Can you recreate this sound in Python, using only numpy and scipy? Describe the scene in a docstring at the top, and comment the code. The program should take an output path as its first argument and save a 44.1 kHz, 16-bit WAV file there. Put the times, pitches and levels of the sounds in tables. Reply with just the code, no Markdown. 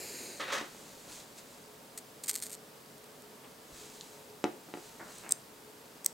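"""A hot coil's hiss dies away in a quiet room with a humming fan; the coil is close to the microphone.
A dropper bottle slides off the desk, and drops sizzle and pop on the wire of the hand-held metal body.
The bottle is put down with a knock, sleeves rustle, and the metal button clicks twice.
Hiss, rubbing and fan are filtered noise; pops, knocks and clicks are sharp impulses that set bodies ringing."""
import sys
import numpy as np
from scipy import signal
from scipy.fft import rfft, irfft
from scipy.io import wavfile
from scipy.ndimage import map_coordinates

SR = 44100
rng = np.random.default_rng(int(sys.argv[2]) if len(sys.argv) > 2 else 0)


def log_audio(samples):
    """Write samples as a 16-bit WAV file to the path given in sys.argv[1]."""
    # one column per channel
    frames = np.atleast_2d(samples).T
    # limit to full scale, then quantise
    limited = np.clip(frames, -1, 1)
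    pcm = np.round(limited * 32767).astype(np.int16)
    wavfile.write(sys.argv[1], SR, pcm)


N = 270312
TIME = np.arange(N) / SR   # seconds
HZ = np.maximum(np.arange(N // 2 + 1) * SR / N, 1)   # frequencies of the whole-scene spectrum


def from_db(db):
    """Turn decibels into a gain."""
    return 10 ** (np.asarray(db) / 20)


def rms_one(x):
    """Scale a sound to an rms of one."""
    return x / np.sqrt(np.mean(x ** 2) + 1e-20)


def level(rows):
    """Gain along a (time, dB) curve that dies away quickly beyond its ends."""
    s, db = np.transpose(rows)[:2]
    outside = np.abs(TIME - np.clip(TIME, s[0], s[-1]))
    return from_db(np.interp(TIME, s, db) - np.minimum(250 * outside, 100))


def colour(x, points):
    """Filter a sound by a (Hz, dB) curve."""
    hz, db = np.transpose(points)
    gain = from_db(np.interp(np.log(HZ), np.log(hz), db))
    return irfft(rfft(x) * gain, N)


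def cut(x, hz, kind, order=2):
    """Low-pass or high-pass filter."""
    sos = signal.butter(order, min(hz, .45 * SR), kind, fs=SR, output="sos")
    return signal.sosfilt(sos, x + 1e-18)


def resonate(x, hz, width):
    """One resonance, with a gain of one at its top."""
    r = np.exp(-np.pi * width / SR)
    feed = np.array([1, 0, -1]) * (1 - r * r) / 2
    return signal.lfilter(feed, [1, -2 * r * np.cos(2 * np.pi * hz / SR), r * r], x)


def noise():
    """White noise."""
    return rng.standard_normal(N)


def grains(per_s, spread_db):
    """Random tiny impacts of uneven size, scaled to an rms of one."""
    hits = rng.random(N) < per_s / SR
    return rms_one(noise() * hits * from_db(spread_db * noise()))


def swell(s, length):
    """A burst that rises quickly and ebbs over its length."""
    age = np.clip((TIME - s) / length, 0, 10)
    return (1 - np.exp(-11 * age)) * np.exp(-age ** 4)


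def push(s, rise, ebb):
    """A quick rise, then an exponential ebb."""
    age = np.maximum(TIME - s, 0)
    return (1 - np.exp(-age / rise)) * np.exp(-np.minimum(age / ebb, 40))


def sweep(s, half_length):
    """A smooth rise and fall around a peak."""
    return 1 / np.cosh(np.clip(np.sqrt(2) * (TIME - s) / half_length, -50, 50))


def strikes(rows):
    """One impulse for each (time, dB) row."""
    out = np.zeros(N)
    for s, db in rows:
        out[round(s * SR)] += from_db(db)
    return out


def ringing(modes, sign=-1):
    """A struck body's fading tones, peak one; sign 1 starts all alike, -1 alternates their direction."""
    t = TIME[:SR // 4]
    out = sum(from_db(db - 60 * t / t60) * np.sin(2 * np.pi * hz * t) * sign ** k
              for k, (hz, db, t60) in enumerate(modes))
    return out / np.abs(out).max()


def play(x, response):
    """Pass a sound through a response."""
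    return signal.oaconvolve(x, response)[:N]


# How unlike the two channels are: (frequency [Hz], side-to-mid level [dB])
STEREO_WIDTH = [(60, -15), (150, -14.5), (380, -9), (1100, -1.5), (2380, -3.5), (5980, -7), (15000, -32)]


def diffuse():
    """Noise spread between left and right, widest near 1 kHz and almost central in the treble."""
    mid = noise()
    side = colour(noise(), STEREO_WIDTH)
    return mid + side * np.array([[1], [-1]])


ROOM_T60_S = 0.3   # time for the echo tail to fall by 60 dB


def in_room(x, wet_db, gap_s=.003):
    """Direct sound plus, after a short gap, a dense, duller tail off the desk and walls."""
    t = TIME[:SR // 2]
    tail = cut(diffuse()[:, :len(t)], 4600, "low", order=1)
    tail = tail * from_db(-60 * t / ROOM_T60_S) * (t > gap_s)
    tail /= np.sqrt(np.sum(tail ** 2))
    return x + from_db(wet_db) * np.array([play(x, side) for side in tail])


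# Hot coil, before a small boost: (time [s], level [dB], treble [dB], counted from the first row)
HISS = [(0.0, -48, -2), (0.246, -48.5, -4), (0.39, -53, -8)]
# Tone of the hiss: (frequency [Hz], relative level [dB per Hz])
HISS_COLOUR = [(700, -35), (1300, -7.5), (2100, -4), (3300, -7), (4100, -1), (5600, -4.5), (7200, 1),
               (9500, -3.5), (12000, -7), (14500, -10), (15700, -15)]
# Echoes off nearby surfaces as the coil moves away: (delay at the start [ms], growth [ms per s], gain [ratio])
HISS_ECHOES = [(.415, 0.12, .5), (1.2, .06, .24)]


def coil_hiss(boost_db=1.5, rush_db=-5.5):
    """A smooth hiss, combed by close echoes, dulls as the wire cools."""
    s, _, treble_db = np.transpose(HISS)
    jet = rms_one(colour(noise(), HISS_COLOUR))
    treble = colour(jet, [(6000, -40), (10000, -1)])
    treble_gain = from_db(np.interp(TIME, s, treble_db - treble_db[0]))
    jet = jet + treble * (treble_gain - 1)
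    # reading the hiss at an ever later delay gives the moving echoes
    echoes = sum(gain * map_coordinates(jet, [(TIME - (delay + growth * TIME) / 1000) * SR], order=3)
                 for delay, growth, gain in HISS_ECHOES)
    low_rush = rms_one(cut(resonate(noise(), 355, 230), 840, "low"))
    hiss = jet + echoes + from_db(rush_db) * low_rush
    return in_room(from_db(boost_db) * level(HISS) * hiss, wet_db=-9)


# Tone of the room air: (frequency [Hz], relative level [dB per Hz])
AIR_COLOUR = [(15, -55), (25, -25), (82, -20.5), (141, -7.5), (174, -9.5), (241, -6.5), (392, -11.5),
              (425, -3.5), (461, -8.5), (905, -14.5), (2260, -21.5), (4690, -22.5), (6850, -24),
              (7630, -24), (15800, -26.5)]
# Fan hum lines: (frequency [Hz], rms level [dB])
HUM = [(242, -75.5), (425.3, -66.5), (554, -73), (915, -73)]
# Thin hiss bands: (frequency [Hz], width [Hz], rms level [dB])
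WHINE = [(7560, 70, -75), (8320, 110, -77)]
AIR_DB = -53.5   # rms
MAINS_HZ = 50
BUZZ_HZ, BUZZ_WIDTH_HZ, BUZZ_DB = 4820, 200, -75   # a faint electrical tick on every mains cycle


def room_tone(hum_width_hz=2.13):
    """Fan air with wavering hum lines, thin hiss bands and a faint, uneven mains buzz."""
    air = from_db(AIR_DB) * rms_one(colour(diffuse(), AIR_COLOUR))
    hum = sum(from_db(db) * rms_one(resonate(noise(), hz, hum_width_hz)) for hz, db in HUM)
    whine = sum(from_db(db) * rms_one(resonate(noise(), hz, width)) for hz, width, db in WHINE)
    cycles = (np.arange(N) % (SR // MAINS_HZ) == 0) * noise()
    buzz = from_db(BUZZ_DB) * rms_one(resonate(cycles, BUZZ_HZ, BUZZ_WIDTH_HZ))
    return air + hum + whine + buzz


# Pushes on the bottle, before a small trim: (time [s], level [dB], ebb [s], treble gain [dB])
PUSHES = [(.396, -30, .042, -5.5), (.475, -37, 0.045, -6), (.499, -38, .05, -6), (.52, -31, .043, 3.5),
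          (.572, -42, 0.031, -6)]
# Tone of the sliding: (frequency [Hz], relative level [dB per Hz])
SLIDE_COLOUR = [(88, -42), (150, -18), (303, -8.5), (487, -8.5), (525, 1.5), (698, -10.5), (1060, -5.5),
                (1260, -4.5), (2400, -9.5), (3710, -11), (4320, -14), (6550, -14.5), (14000, -33.5)]
# Resonances added to the sliding: (frequency [Hz], width [Hz], gain [dB])
SLIDE_RESONANCES = [(534, 50, -8), (1270, 160, -14), (1860, 285, -5), (3760, 170, -4)]
PUSH_RISE_S = 0.0079


def slide(trim_db=-1, slip_spread_db=1.9):
    """Dense slips of the bottle's base drive the desk; each push has its own brightness."""
    slips = colour(grains(per_s=12000, spread_db=slip_spread_db), SLIDE_COLOUR)
    resonances = sum(from_db(db) * resonate(slips, hz, width) for hz, width, db in SLIDE_RESONANCES)
    slips = rms_one(slips + resonances)
    treble = colour(slips, [(3500, -41.0), (5200, -1)])
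    scrape = sum(from_db(db) * push(s, PUSH_RISE_S, ebb) * (slips + treble * (from_db(treble_db) - 1))
                 for s, db, ebb, treble_db in PUSHES)
    return in_room(from_db(trim_db) * scrape, wet_db=-7.5)


# Sweeps of a sleeve: (time at the fastest [s], level [dB], half length [s])
SWEEPS = [(.86, -57, 0.46), (1.14, -50.5, .04), (1.203, -55, .008), (1.387, -52.5, 0.013),
          (1.538, -64, 0.061), (3.803, -55, 0.07), (4.015, -57.5, 0.2), (4.84, -57.5, 0.12),
          (5.163, -54, 0.1)]
# Tone of the cloth: (frequency [Hz], relative level [dB per Hz])
SLEEVE_COLOUR = [(500, -3), (1500, -5.5), (2400, -5), (3200, -4), (4200, -0.5), (5300, -3.5), (6500, 0.5),
                 (7500, 1), (9500, -5.5), (14000, -15)]
# Fingers rubbing the body, before a small trim: (time [s], level [dB], length [s], top frequency [Hz])
RUBS = [(3.434, -52, 0.028, 3520), (4.993, -45.5, 0.049, 2170), (5.046, -53, 0.078, 2040),
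        (5.222, -48, 0.1, 2880)]


def handling(rub_trim_db=-2):
    """Cloth fibres brush as the arm moves; skin rubs more dully on the metal."""
    arm_motion = sum(from_db(db) * sweep(s, half_length) for s, db, half_length in SWEEPS)
    cloth = rms_one(colour(grains(per_s=9000, spread_db=1.8), SLEEVE_COLOUR)) * arm_motion
    skin = cut(grains(per_s=1300, spread_db=2), 200, "high")
    skin = cut(skin, 1700, "low", order=1)
    rubs = sum(from_db(db) * swell(s, length) * rms_one(cut(skin, hz, "low", order=12))
               for s, db, length, hz in RUBS)
    return in_room(cloth + from_db(rub_trim_db) * rubs, wet_db=-6.0)


# Knocks on the desk and soft handling thuds:
# (time [s], strength [dB], crack relative to it [dB], top of the crack [Hz])
KNOCKS = [(.613, -28.5, -14, 4000), (.748, -40, -18, 4000), (.828, -42, -24, 2000), (1.078, -40, -24, 2000),
          (4.4412, -12, -14.5, 7200), (4.688, -37, -26, 2000), (4.739, -26, -11, 4400),
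          (4.773, -31.5, -19, 3000)]
# Tones of the desk top: (frequency [Hz], relative level [dB], time to fall 60 dB [s])
DESK_MODES = [(235, -21, 0.068), (308.7, -9, 0.097), (356, -8.5, 0.17), (430, -3, 0.028), (536, -8.5, 0.05),
              (600, -10, 0.055), (720, -13, .06), (840, -9, 0.07), (962, -16.5, 0.025), (1230, -11, 0.025),
              (1380, -19, 0.045), (1716, -17, 0.02), (2570, -17, 0.025)]


def knocks_and_thuds(crack_t60=0.012, rattle_db=-25, rattle_t60=0.14):
    """A short crack, then desk-top tones and a frame shudder without deep bass; soft thuds use them too."""
    t = TIME[:SR // 4]
    grit = noise()[:len(t)]
    crack_fade = from_db(-60 * t / crack_t60)
    cracks = sum(play(strikes([(s, db + crack_db)]), rms_one(cut(grit, hz, "low", order=4)) * crack_fade)
                 for s, db, crack_db, hz in KNOCKS)
    shudder = rms_one(cut(cut(noise(), 900, "low"), 230, "high"))[:len(t)]
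    frame = shudder * from_db(rattle_db - 60 * t / rattle_t60)
    top = ringing(DESK_MODES, sign=1)
    body = play(strikes([(s, db) for s, db, _, _ in KNOCKS]), top + frame)
    return in_room(cut(body + cracks, 245, "high"), wet_db=-8)


# Drops flashing to vapour: (time [s], level [dB], length [s])
SIZZLES = [(1.974, -39.5, .017), (2.234, -41, 0.016), (2.257, -50, .028), (2.278, -32.5, 0.032),
           (2.33, -45, 0.047), (2.42, -37.5, 0.022), (2.44, -47, 0.042), (2.513, -43.5, .036)]
# The clearest bubbles bursting on the wire: (time [s], peak level [dB])
POPS = [(2.2385, -23), (2.2822, -24), (2.2951, -10), (2.299, -13.5), (2.3123, -16.5), (2.3418, -21),
        (2.355, -15), (2.3608, -14.5), (2.4016, -27), (2.4244, -20), (2.4665, -24), (2.5311, -26),
        (2.981, -39), (3.042, -38), (3.222, -36)]
# Tones of one burst: (frequency [Hz], relative level [dB], time to fall 60 dB [s])
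POP_MODES = [(1400, -26.5, 0.0047), (2040, -21.5, 0.0059), (4320, -10.5, 0.0023), (6900, -4, 0.0017),
             (8540, -3.5, 0.0024), (11100, -8, 0.0016), (12600, -9, 0.0019), (15000, -14, 0.00127)]
# While the wire is wet: (start [s], end [s])
WET_SPAN = (2.24, 2.57)
SMALL_POPS_PER_S, SMALL_POP_DB, SMALL_POP_SPREAD_DB = 130, -32.5, 3.0


def sizzle():
    """Each drop boils off in a crowd of tiny bubbles; small extra pops last as long as the wire is wet."""
    burst = ringing(POP_MODES)
    boiling = sum(from_db(db) * swell(s, length) for s, db, length in SIZZLES)
    fizz = rms_one(play(grains(per_s=9000, spread_db=4), burst)) * boiling
    wet = (TIME > WET_SPAN[0]) & (TIME < WET_SPAN[1])
    small_hits = wet * (rng.random(N) < SMALL_POPS_PER_S / SR)
    small_hits = small_hits * from_db(SMALL_POP_DB + SMALL_POP_SPREAD_DB * noise())
    pops = play(strikes(POPS) + small_hits, burst)
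    return in_room(fizz + pops, wet_db=-19, gap_s=0.013)


# Soft thud of the arm: (time [s], level [dB], length [s], frequency [Hz])
BUMP = (3.722, -55, .028, 55)


def bump():
    """The moving arm gives a soft, deep thud: a short burst of one low tone."""
    s, db, length, hz = BUMP
    return from_db(db) * swell(s, length) * np.sin(2 * np.pi * hz * (TIME - s))


# The bottle's tick: (time [s], peak level [dB])
TICK = (4.0104, -27.5)
# Tones of the plastic: (frequency [Hz], relative level [dB], time to fall 60 dB [s])
TICK_MODES = [(3000, -9, 0.0043), (4030, 0, 0.004), (7000, -3, 0.0034)]


def tick():
    """The plastic bottle gives one small tick in the hand."""
    return in_room(play(strikes([TICK]), ringing(TICK_MODES)), wet_db=-10)


# Catches of the button: (time [s], peak level [dB], 0 press to 1 release [ratio], loss per bounce [dB])
CLICKS = [(5.184, -34, 0, 8), (5.2921, -25, .2, 14), (5.3093, -19.5, .2, 5), (5.3144, -23, 0.16, 2),
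          (5.321, -8.5, 0, 0), (6.0461, -23, .72, 10), (6.0618, -6, 0.89, 8)]
# Tones of the metal: (frequency [Hz], time to fall 60 dB [s], press level [dB], release level [dB])
CLICK_MODES = [(1990, 0.013, -35.5, -29), (3900, 0.0024, -19, -14), (5380, 0.0027, -14, -7),
               (6340, 0.0051, -15.5, -10), (7640, 0.0027, -3.5, 0), (8400, 0.0042, -2.5, -2.5),
               (9440, 0.0028, -5, -31), (12100, 0.0036, -19, -4.5), (15300, 0.0018, -17, -11)]
BOUNCE_S = .001   # typical time between bounces


def button(settle_s=0.00011, creep_db=-32, creep_s=0.0042, count=3):
    """Metal parts creep, catch and bounce in quick, damped contacts; press and release favour different modes."""
    def ring(release):
        """The metal's response, blended between press and release."""
        modes = [(hz, press_db + release * (release_db - press_db), t60)
                 for hz, t60, press_db, release_db in CLICK_MODES]
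        out = ringing(modes) * (1 - np.exp(-TIME[:SR // 4] / settle_s))   # the ring takes a moment to build
        return out[:SR // 20] / np.abs(out).max()

    contacts = 0
    for s, db, release, loss_db in CLICKS:
        bounces = [(s + k * BOUNCE_S * rng.uniform(0.8, 1.1), db - k * loss_db) for k in range(count)]
        contacts = contacts + play(strikes(bounces), ring(np.clip(release, 0, 1)))
    friction = rms_one(play(grains(per_s=6100, spread_db=4), ring(0)))
    creep = friction * sum(from_db(db + creep_db) * sweep(s, creep_s) for s, db, _, _ in CLICKS)
    return in_room(contacts + creep, wet_db=-19.5, gap_s=0.01)


def scene():
    """Everything happens straight in front of the microphone."""
    early = coil_hiss() + room_tone() + slide() + handling() + knocks_and_thuds()
    return early + sizzle() + bump() + tick() + button()


CUTOFF_HZ = 15800


def record(dry):
    """The top is cut steeply."""
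    return signal.sosfilt(signal.ellip(12, .1, 80, CUTOFF_HZ, fs=SR, output="sos"), dry)


dry = scene()
out = record(dry)
log_audio(out)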